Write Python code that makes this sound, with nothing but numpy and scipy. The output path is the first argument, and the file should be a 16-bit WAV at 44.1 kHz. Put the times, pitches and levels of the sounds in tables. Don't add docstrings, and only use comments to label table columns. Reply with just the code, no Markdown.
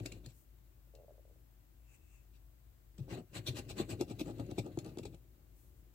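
import sys
import numpy as np
from scipy import signal
from scipy.fft import rfft, irfft
from scipy.io import wavfile

SR = 44100
rng = np.random.default_rng(int(sys.argv[2]) if len(sys.argv) > 2 else 0)


def to_wav(s):
    ch = np.atleast_2d(s).T
    pcm = np.round(np.clip(ch, -1, 1) * 32767)
    wavfile.write(sys.argv[1], SR, pcm.astype(np.int16))


N = 261954
T = np.arange(N) / SR



def amp(db):
    return 10 ** (np.asarray(db) / 20)


def rms_one(x):
    return x / np.sqrt(np.mean(x ** 2) + 1e-20)


def at_hz(points, hz):
    table_hz, values = np.array(points).T
    return np.interp(np.log(np.maximum(hz, 1)), np.log(table_hz), values)


def ring(x, hz, t60):
    radius, turn = amp(-60 / (t60 * SR)), 2 * np.pi * hz / SR
    return signal.lfilter([0, np.sin(turn)], [1, -2 * radius * np.cos(turn), radius * radius], x + 1e-18)


def body(force, modes):
    return sum((-1) ** k * amp(db) * ring(force, hz, t60) for k, (hz, db, t60) in enumerate(modes))


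def grains(per_s, spread_db):
    sizes = amp(spread_db * np.minimum(rng.exponential(1, N), 4)) * rng.choice([-1, 1], N)
    return rms_one(sizes * (rng.random(N) < per_s / SR))


def drift(per_s):
    points = rng.standard_normal(int(N / SR * 60) + 2)
    return np.interp(T * min(per_s, 60), np.arange(len(points)), points)


def spread(mid, side, spectrum, likeness, lead=((1, 0), (2, 0))):
    hz = np.fft.rfftfreq(N, 1 / SR)
    gain = rms_one(amp(at_hz(spectrum, hz)))
    alike = np.clip(at_hz(likeness, hz), -1, 1)
    mid = np.sqrt((1 + alike) / 2) * rfft(mid)
    side = np.sqrt((1 - alike) / 2) * rfft(side)
    left = (mid + side) * np.exp(1j * at_hz(lead, hz))
    return irfft(gain * np.array([left, mid - side]), N)


def swell(rows, level_db, rise_sharp, fall_sharp, longer_s=0, later_s=0):
    power = np.zeros(N)
    for row, db in zip(rows, level_db):
        middle = row[0] + later_s
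        near = slice(max(int((middle - .3) * SR), 0), int((middle + .3) * SR))
        lag = T[near] - middle
        rise = np.clip(row[2], .1, .9)
        reach = np.abs(lag) / ((row[1] + longer_s) * np.where(lag < 0, rise, 1 - rise))
        drop_db = 10 * reach ** np.where(lag < 0, rise_sharp, fall_sharp)
        power[near] += amp(2 * (db - drop_db))
    return np.sqrt(power)


def pushes(events, ring_s, soft_s):
    out, age = np.zeros(N), T[:8000]
    for s, db, hz in events:
        start = round(s * SR)
        shape = (1 - np.exp(-age / soft_s)) * amp(-60 * age / ring_s)
        out[start:start + 8000] += amp(db) * shape / shape.max() * np.sin(2 * np.pi * hz * age)
    return out


def placed(x, pan_db, left_lag):
    late = np.interp(np.arange(N) - left_lag, np.arange(N), x)
    return np.array([late, x]) * amp([[pan_db / 2], [-pan_db / 2]])


def reflections(x):
    tails = rng.standard_normal((2, 6000)) * amp(-60 * T[:6000] / .1)
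    return signal.fftconvolve(x, tails / np.linalg.norm(tails[0]), axes=1)[:, :N]


# (frequency [Hz], level [dB per Hz])
FLOOR_COLOUR = [(82, -20), (140, -5), (170, 0), (250, -8), (310, -3.5), (390, -15), (600, -13), (1090, -18),
                (1720, -20.5), (5500, -26.5), (8000, -23.5), (9800, -28), (12500, -20), (15800, -17.5)]
# (frequency [Hz], likeness [-1 to 1])
FLOOR_ALIKE = [(60, 0.94), (180, -0.44), (550, -0.12), (1650, 0.017), (4970, -0.079), (15000, 0.012)]
FLOOR_DB = -72


def microphone_hiss():
    noise = spread(*rng.standard_normal((2, N)), FLOOR_COLOUR, FLOOR_ALIKE)
    return amp(FLOOR_DB) * noise * amp([[3.5], [.5]])


# (frequency [Hz], width [Hz], level [dB])
HUM = [(51.55, 2.95, -66.5), (59.3, 11, -72.5), (75.3, 25, -68.5), (103, 15, -78), (119.5, 1.8, -84.5)]


def hum():
    out = 0
    for hz, width, db in HUM:
        noise = rng.standard_normal(N + SR)
        wavering = rms_one(ring(ring(noise, hz, 1.1 / width), hz, 0.82 / width)[SR:])
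        tone = 6.24 / width * np.sin(2 * np.pi * hz * T)
        out = out + amp(db) * (wavering + tone)
    return placed(out, 5.6, 2.2)


# (loudest moment [s], length [s], share spent speeding up [0-1], level [dB])
RUSTLE = [(0.38, .13, 0.47, -71.5), (5.60, 0.16, 0.3, -73.5), (5.806, .09, 0.8, -80)]
# (frequency [Hz], level [dB per Hz])
RUSTLE_COLOUR = [(3000, -21), (6000, -2.5), (8000, 2), (10000, -1), (12500, 4), (15800, 2)]


def rustle():
    level = swell(RUSTLE, np.array(RUSTLE)[:, 3], 3.3, 2.5)
    return level * spread(grains(8000, 2.7), grains(8000, 3.1), RUSTLE_COLOUR, HISS_ALIKE)


# (loudest moment [s], length [s], share spent speeding up [0-1], level [dB])
SLIDE = [(1.952, 0.073, 0.8, -85.5), (2.15, 0.2, 0.66, -91)]
# (frequency [Hz], width [Hz], level [dB])
SLIDE_RINGS = [(2630, 260, 16.5), (7500, 2150, 7.5)]


def slide():
    noise = np.array([grains(5000, 4.4), grains(5000, 3.4)])
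    noise = noise * swell(SLIDE, np.array(SLIDE)[:, 3], 0.94, 1.1)
    return sum(amp(db) * ring(noise, hz, 3.6 / width) * width / 1800 for hz, width, db in SLIDE_RINGS)


# (start [s], number of pulses, level [dB], middle pitch [Hz])
GURGLE = [(0.873, 1, -65, 517), (0.937, 3, -50.5, 493), (0.973, 7, -51, 520), (1.081, 3, -50, 558),
          (1.123, 1, -56, 434), (1.143, 2, -60.5, 570), (1.18, 2, -53.5, 523), (1.211, 1, -64, 530),
          (1.252, 1, -53.5, 524), (1.278, 1, -58.5, 535), (1.298, 2, -55.5, 495), (1.327, 1, -63, 475),
          (1.36, 1, -59, 487)]
PULSE_GAP_S, GAP_JITTER_S = .0118, 0.0011
PULSE_SPREAD_HZ, PULSE_SPREAD_DB = 17, 0.7


def gurgle():
    out, age = np.zeros(N), T[:2000]
    shape = age / 0.0017 * np.exp(1 - age / 0.0021)
    for run_start, count, db, run_hz in GURGLE:
        for k in range(round(count)):
            late, high, loud = rng.standard_normal(3)
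            start = round((run_start + k * PULSE_GAP_S + GAP_JITTER_S * late) * SR)
            hz = run_hz + PULSE_SPREAD_HZ * high
            gain = amp(db - 3 + PULSE_SPREAD_DB * loud)
            out[start:start + 2000] += gain * shape * np.sin(2 * np.pi * hz * age)
    return placed(out, 1.5, .1) + amp(-5) * reflections(out[None])


# (time [s], level [dB])
PRESSURE = [(0.0, -69.5), (0.15, -72.5), (0.3, -94.5), (0.45, -92), (2.92, -94.5), (3.02, -74),
            (3.27, -102), (3.5, -68), (4.0, -79.5), (4.3, -72.5), (4.6, -70), (4.95, -76.5), (5.12, -89),
            (5.35, -88)]


def pressure():
    return amp(np.interp(T, *np.transpose(PRESSURE)))


# (time [s], level [dB], pitch [Hz])
THUMPS = [(0.004, -37, 115), (0.267, -42, 120), (2.986, -39.5, 166), (3.004, -43, 129), (3.121, -36.5, 120),
          (3.483, -30.5, 120.5), (3.805, -36.5, 99), (4.011, -42, 138), (4.208, -38, 155),
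          (4.397, -36, 113), (4.517, -36.5, 112), (4.589, -30.5, 118.3), (4.775, -35.5, 137)]
# (frequency [Hz], level [dB], time to fall 60 dB [s])
DEEP_MODES = [(87.3, -8, 0.17), (110.8, -1, 0.3), (133.5, 0, 0.083)]
WEIGHT_LAG_S, WEIGHT_S = 0.027, 0.022
REST_RUMBLE_DB = 28.5


def rumble():
    weight_db = np.array(STROKES)[:, 5]
    weight = swell(STROKES, weight_db, 0.82, 1.1, WEIGHT_S, WEIGHT_LAG_S)
    weight = np.hypot(weight, amp(REST_RUMBLE_DB) * pressure())
    rocking = weight * rms_one(body(rng.standard_normal(N), DEEP_MODES))
    out = amp(-10.5) * rocking + amp(-1.5) * pushes(THUMPS, 0.097, 0.0019)
    return placed(out, 5.2, 9.5)


# (time [s], level [dB], pitch of the contact [Hz])
KNOCKS = [(0.056, -32, 316), (3.081, -36, 340), (3.155, -34, 354), (3.800, -20, 345), (3.812, -25, 210),
          (4.01, -17.5, 352), (4.015, -52, 343), (4.212, -24.5, 305), (4.397, -24.5, 264),
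          (4.582, -18.5, 341), (4.774, -22, 342), (4.973, -28, 344), (5.053, -30.5, 406)]


def knocks():
    blows = np.zeros(N)
    blows[[round(s * SR) for s, db, hz in KNOCKS]] = amp(np.array(KNOCKS)[:, 1] - 18.5)
    ringing = body(signal.lfilter([.2], [1, -.8], blows), TABLE_MODES)
    snap = amp(-18) * pushes([(s, db, 2.004 * hz) for s, db, hz in KNOCKS], 0.026, 0.00027)
    swing = amp(-6.5) * pushes(KNOCKS, 0.044, .001)
    return snap + swing + ringing


# (frequency [Hz], level [dB], time to fall 60 dB [s])
TABLE_MODES = [(170, -10, 0.042), (251, -10.5, 0.059), (302.3, -5, 0.038), (361.4, -6.5, 0.052),
               (454, -13.5, 0.053), (537.5, -14, 0.061), (627, -13, 0.04), (720.4, -23.5, 0.14),
               (810.4, -20.5, 0.07), (935, -28, 0.057), (1237, -20, 0.021)]
CREEP_DRAG_DB, REST_DRAG_DB = -6.5, 15.5


def table():
    rough = np.array([grains(1500, 3.44), grains(1900, 2.0)])
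    drag_db = np.array(STROKES)[:, 4]
    creep = swell(STROKES, drag_db + CREEP_DRAG_DB, 3.0, 0.8, CREEP_S)
    creep = np.hypot(creep, amp(REST_DRAG_DB) * pressure())
    resting = signal.sosfilt(signal.butter(2, 420, fs=SR, output="sos"), rough * creep)
    force = rough * swell(STROKES, drag_db, 1.6, 1.03) + resting
    middle, side = body(force, TABLE_MODES) / np.std(body(rough[0], TABLE_MODES))
    side = amp(-8.0) * signal.sosfilt(signal.butter(3, 480, "high", fs=SR, output="sos"), side)
    return placed(middle + knocks(), 3.6, 9.0) + side * [[1], [-1]]


# (time [s], level [dB])
TICKS = [(0.0603, -39), (0.1235, -48.5), (0.2615, -48.5), (0.585, -72), (0.952, -56.5), (2.9821, -56),
         (4.011, -38), (4.0844, -70), (4.2606, -56), (4.3114, -59), (4.384, -60), (4.398, -50.5),
         (4.465, -62), (4.5068, -73), (4.513, -52), (4.664, -58), (4.7745, -56), (4.7889, -44),
         (4.847, -53), (4.8623, -55), (4.973, -56), (4.9857, -47.5), (5.036, -58), (5.055, -49),
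         (5.146, -58)]
# (frequency [Hz], level [dB per Hz])
TICK_COLOUR = [(650, -44), (1100, -13.5), (1660, -5), (2590, -6.5), (3200, -2.5), (5110, -4), (6100, -9.5),
               (7880, 2), (10600, -25), (11600, -10), (15700, -36)]
# (frequency [Hz], level [dB], time to fall 60 dB [s])
COIN_MODES = [(2740, -10.5, 0.15), (4176, -6, 0.055), (7180, 7, 0.0087), (9540, 10, 0.024)]
RATTLE_T60_S = .014


def ticks():
    out = np.zeros(N)
    for s, db in TICKS:
        start = round(s * SR)
        rattle = rng.standard_normal(300)
        out[start:start + 300] += amp(db - 60 * T[:300] / RATTLE_T60_S) * rattle
    out = amp(2.0) * out + amp(-31) * body(out, COIN_MODES)
    return spread(out, 0.14 * out, TICK_COLOUR, HISS_ALIKE, HISS_LEAD)


# (fastest moment [s], length [s], share spent speeding up [0-1],
# hiss level [dB], drag on the table [dB], weight of the hand [dB])
STROKES = [(0.0, 0.0049, 0.43, -49, -40.5, -29), (0.064, 0.015, 0.62, -47, -46.5, -45),
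           (0.121, 0.0077, 0.37, -50, -48, -58), (0.147, 0.063, 0.34, -70.5, -56.5, -45.5),
           (0.252, 0.054, 0.36, -67.5, -58, -50), (0.289, 0.044, 0.24, -65.5, -77, -63),
           (2.351, 0.039, 0.4, -69, -90, -82), (2.981, 0.025, 0, -66, -55, -34.5),
           (3.134, 0.066, 0.61, -53.5, -44, -53), (3.19, 0.068, 0.69, -65, -48, -46.5),
           (3.363, 0.057, 0.46, -50, -47.5, -35.5), (3.476, 0.034, 0.39, -40, -43.5, -34),
           (3.583, 0.048, 0.59, -43, -43.5, -51), (3.702, 0.035, 0.44, -46.5, -47, -43),
           (3.798, 0.056, 0.53, -45, -40.5, -32.5), (3.909, 0.044, 0.41, -44.5, -40.5, -34),
           (4.016, 0.03, 0.65, -51.5, -37, -36.5), (4.111, 0.045, 0.66, -52.5, -46, -38),
           (4.206, 0.03, 0.58, -46.5, -43, -51), (4.295, 0.07, 0.64, -59.5, -44.5, -55),
           (4.402, 0.038, 0.56, -67, -41.5, -39), (4.516, 0.022, 1, -61, -42, -42),
           (4.589, 0.022, 0.4, -44.5, -38.5, -43), (4.665, 0.056, .48, -67, -45, -49),
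           (4.791, 0.02, 0.3, -60.5, -47, -43), (4.857, 0.073, 0.28, -63.5, -46.5, -51),
           (4.99, 0.0048, 0.63, -48, -37.5, -36.5), (5.035, 0.015, 0.43, -60, -49.5, -39),
           (5.053, 0.023, 0.14, -56, -47.5, -40.5), (5.149, 0.028, 0.9, -68.5, -54.5, -61)]
# (frequency [Hz], level [dB per Hz])
HISS_COLOUR = [(590, -73), (1000, -10), (1600, -8.5), (1760, -16.5), (1930, -8.5), (2110, -6), (2350, 4),
               (2990, -0.5), (4130, 2), (5320, -5), (7260, -5), (7960, 2), (9350, -15.5), (15000, -17),
               (15700, -67)]
# (frequency [Hz], likeness [-1 to 1])
HISS_ALIKE = [(1000, 0.18), (2500, 0.4), (6000, 0.1), (12000, 0.051)]
# (frequency [Hz], phase lead [radians])
HISS_LEAD = [(0, 0), (1290, 2), (1890, 13.5), (5170, 14), (7240, 22.5), (10600, 36.5), (11200, 25),
             (12400, 28), (13400, 24), (15400, 56)]
BAND_EDGES_HZ = [700, 1300, 2000, 3000, 4500, 6500, 8800, 12000, 16500]
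CREEP_S, CREEP_HISS_DB = 0.046, -18
TOP_DB, TOP_BITE, CARD_BITE = -0.1, 0.04, 0.16
FRESH_FROM_S, FRESH_TO_S = 3.05, 3.96
FRESH_TOP_DB, FRESH_CARD_DB = 0.5, 4.5
HISS_RISE_SHAPE = 2.7


def scrape():
    s, length, rise, hiss_db, drag_db, weight_db = np.transpose(STROKES)
    bite_db = hiss_db - drag_db
    fresh = (s > FRESH_FROM_S) & (s < FRESH_TO_S)
    creep = np.hypot(swell(STROKES, hiss_db + CREEP_HISS_DB, 1.0, 1.1, CREEP_S), pressure())
    level = np.hypot(swell(STROKES, hiss_db, HISS_RISE_SHAPE, 2.84), creep)
    top_db = hiss_db + TOP_DB + FRESH_TOP_DB * fresh + TOP_BITE * bite_db
    top_level = np.hypot(swell(STROKES, top_db, HISS_RISE_SHAPE, 2.6), creep * amp(2.8))
    card_db = hiss_db + FRESH_CARD_DB * fresh + CARD_BITE * bite_db + 10.8 * np.log2(length / 0.04)
    card_level = np.hypot(swell(STROKES, card_db, 3.0, 1.36), creep * amp(8.5))
    grit = np.array([grains(5000, 3.3), grains(5000, 3.3)])
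    grit = grit * amp(2.0 * drift(55) + 3)
    pair = 0
    for low, high in zip(BAND_EDGES_HZ, BAND_EDGES_HZ[1:]):
        band_level = top_level if low > 8000 else card_level if low < 1500 else level
        band_filter = signal.butter(2, [low, high], "band", fs=SR, output="sos")
        band = signal.sosfilt(band_filter, grit * band_level)
        pair = pair + amp(1.3 * drift(40)) * band
    return spread(*pair, HISS_COLOUR, HISS_ALIKE, HISS_LEAD)


def scene():
    background = microphone_hiss() + hum()
    bright = (rustle() + slide() + ticks() + scrape()) * amp([[3.5], [-.5]])
    bright = bright + amp(-6.5) * reflections(bright)
    return background + gurgle() + rumble() + table() + bright


def record(dry):
    dry = signal.sosfilt(signal.butter(8, 44, "high", fs=SR, output="sos"), dry)
    return signal.sosfilt(signal.ellip(12, .5, 70, 15830, fs=SR, output="sos"), dry)


dry = scene()
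out = record(dry)
to_wav(out)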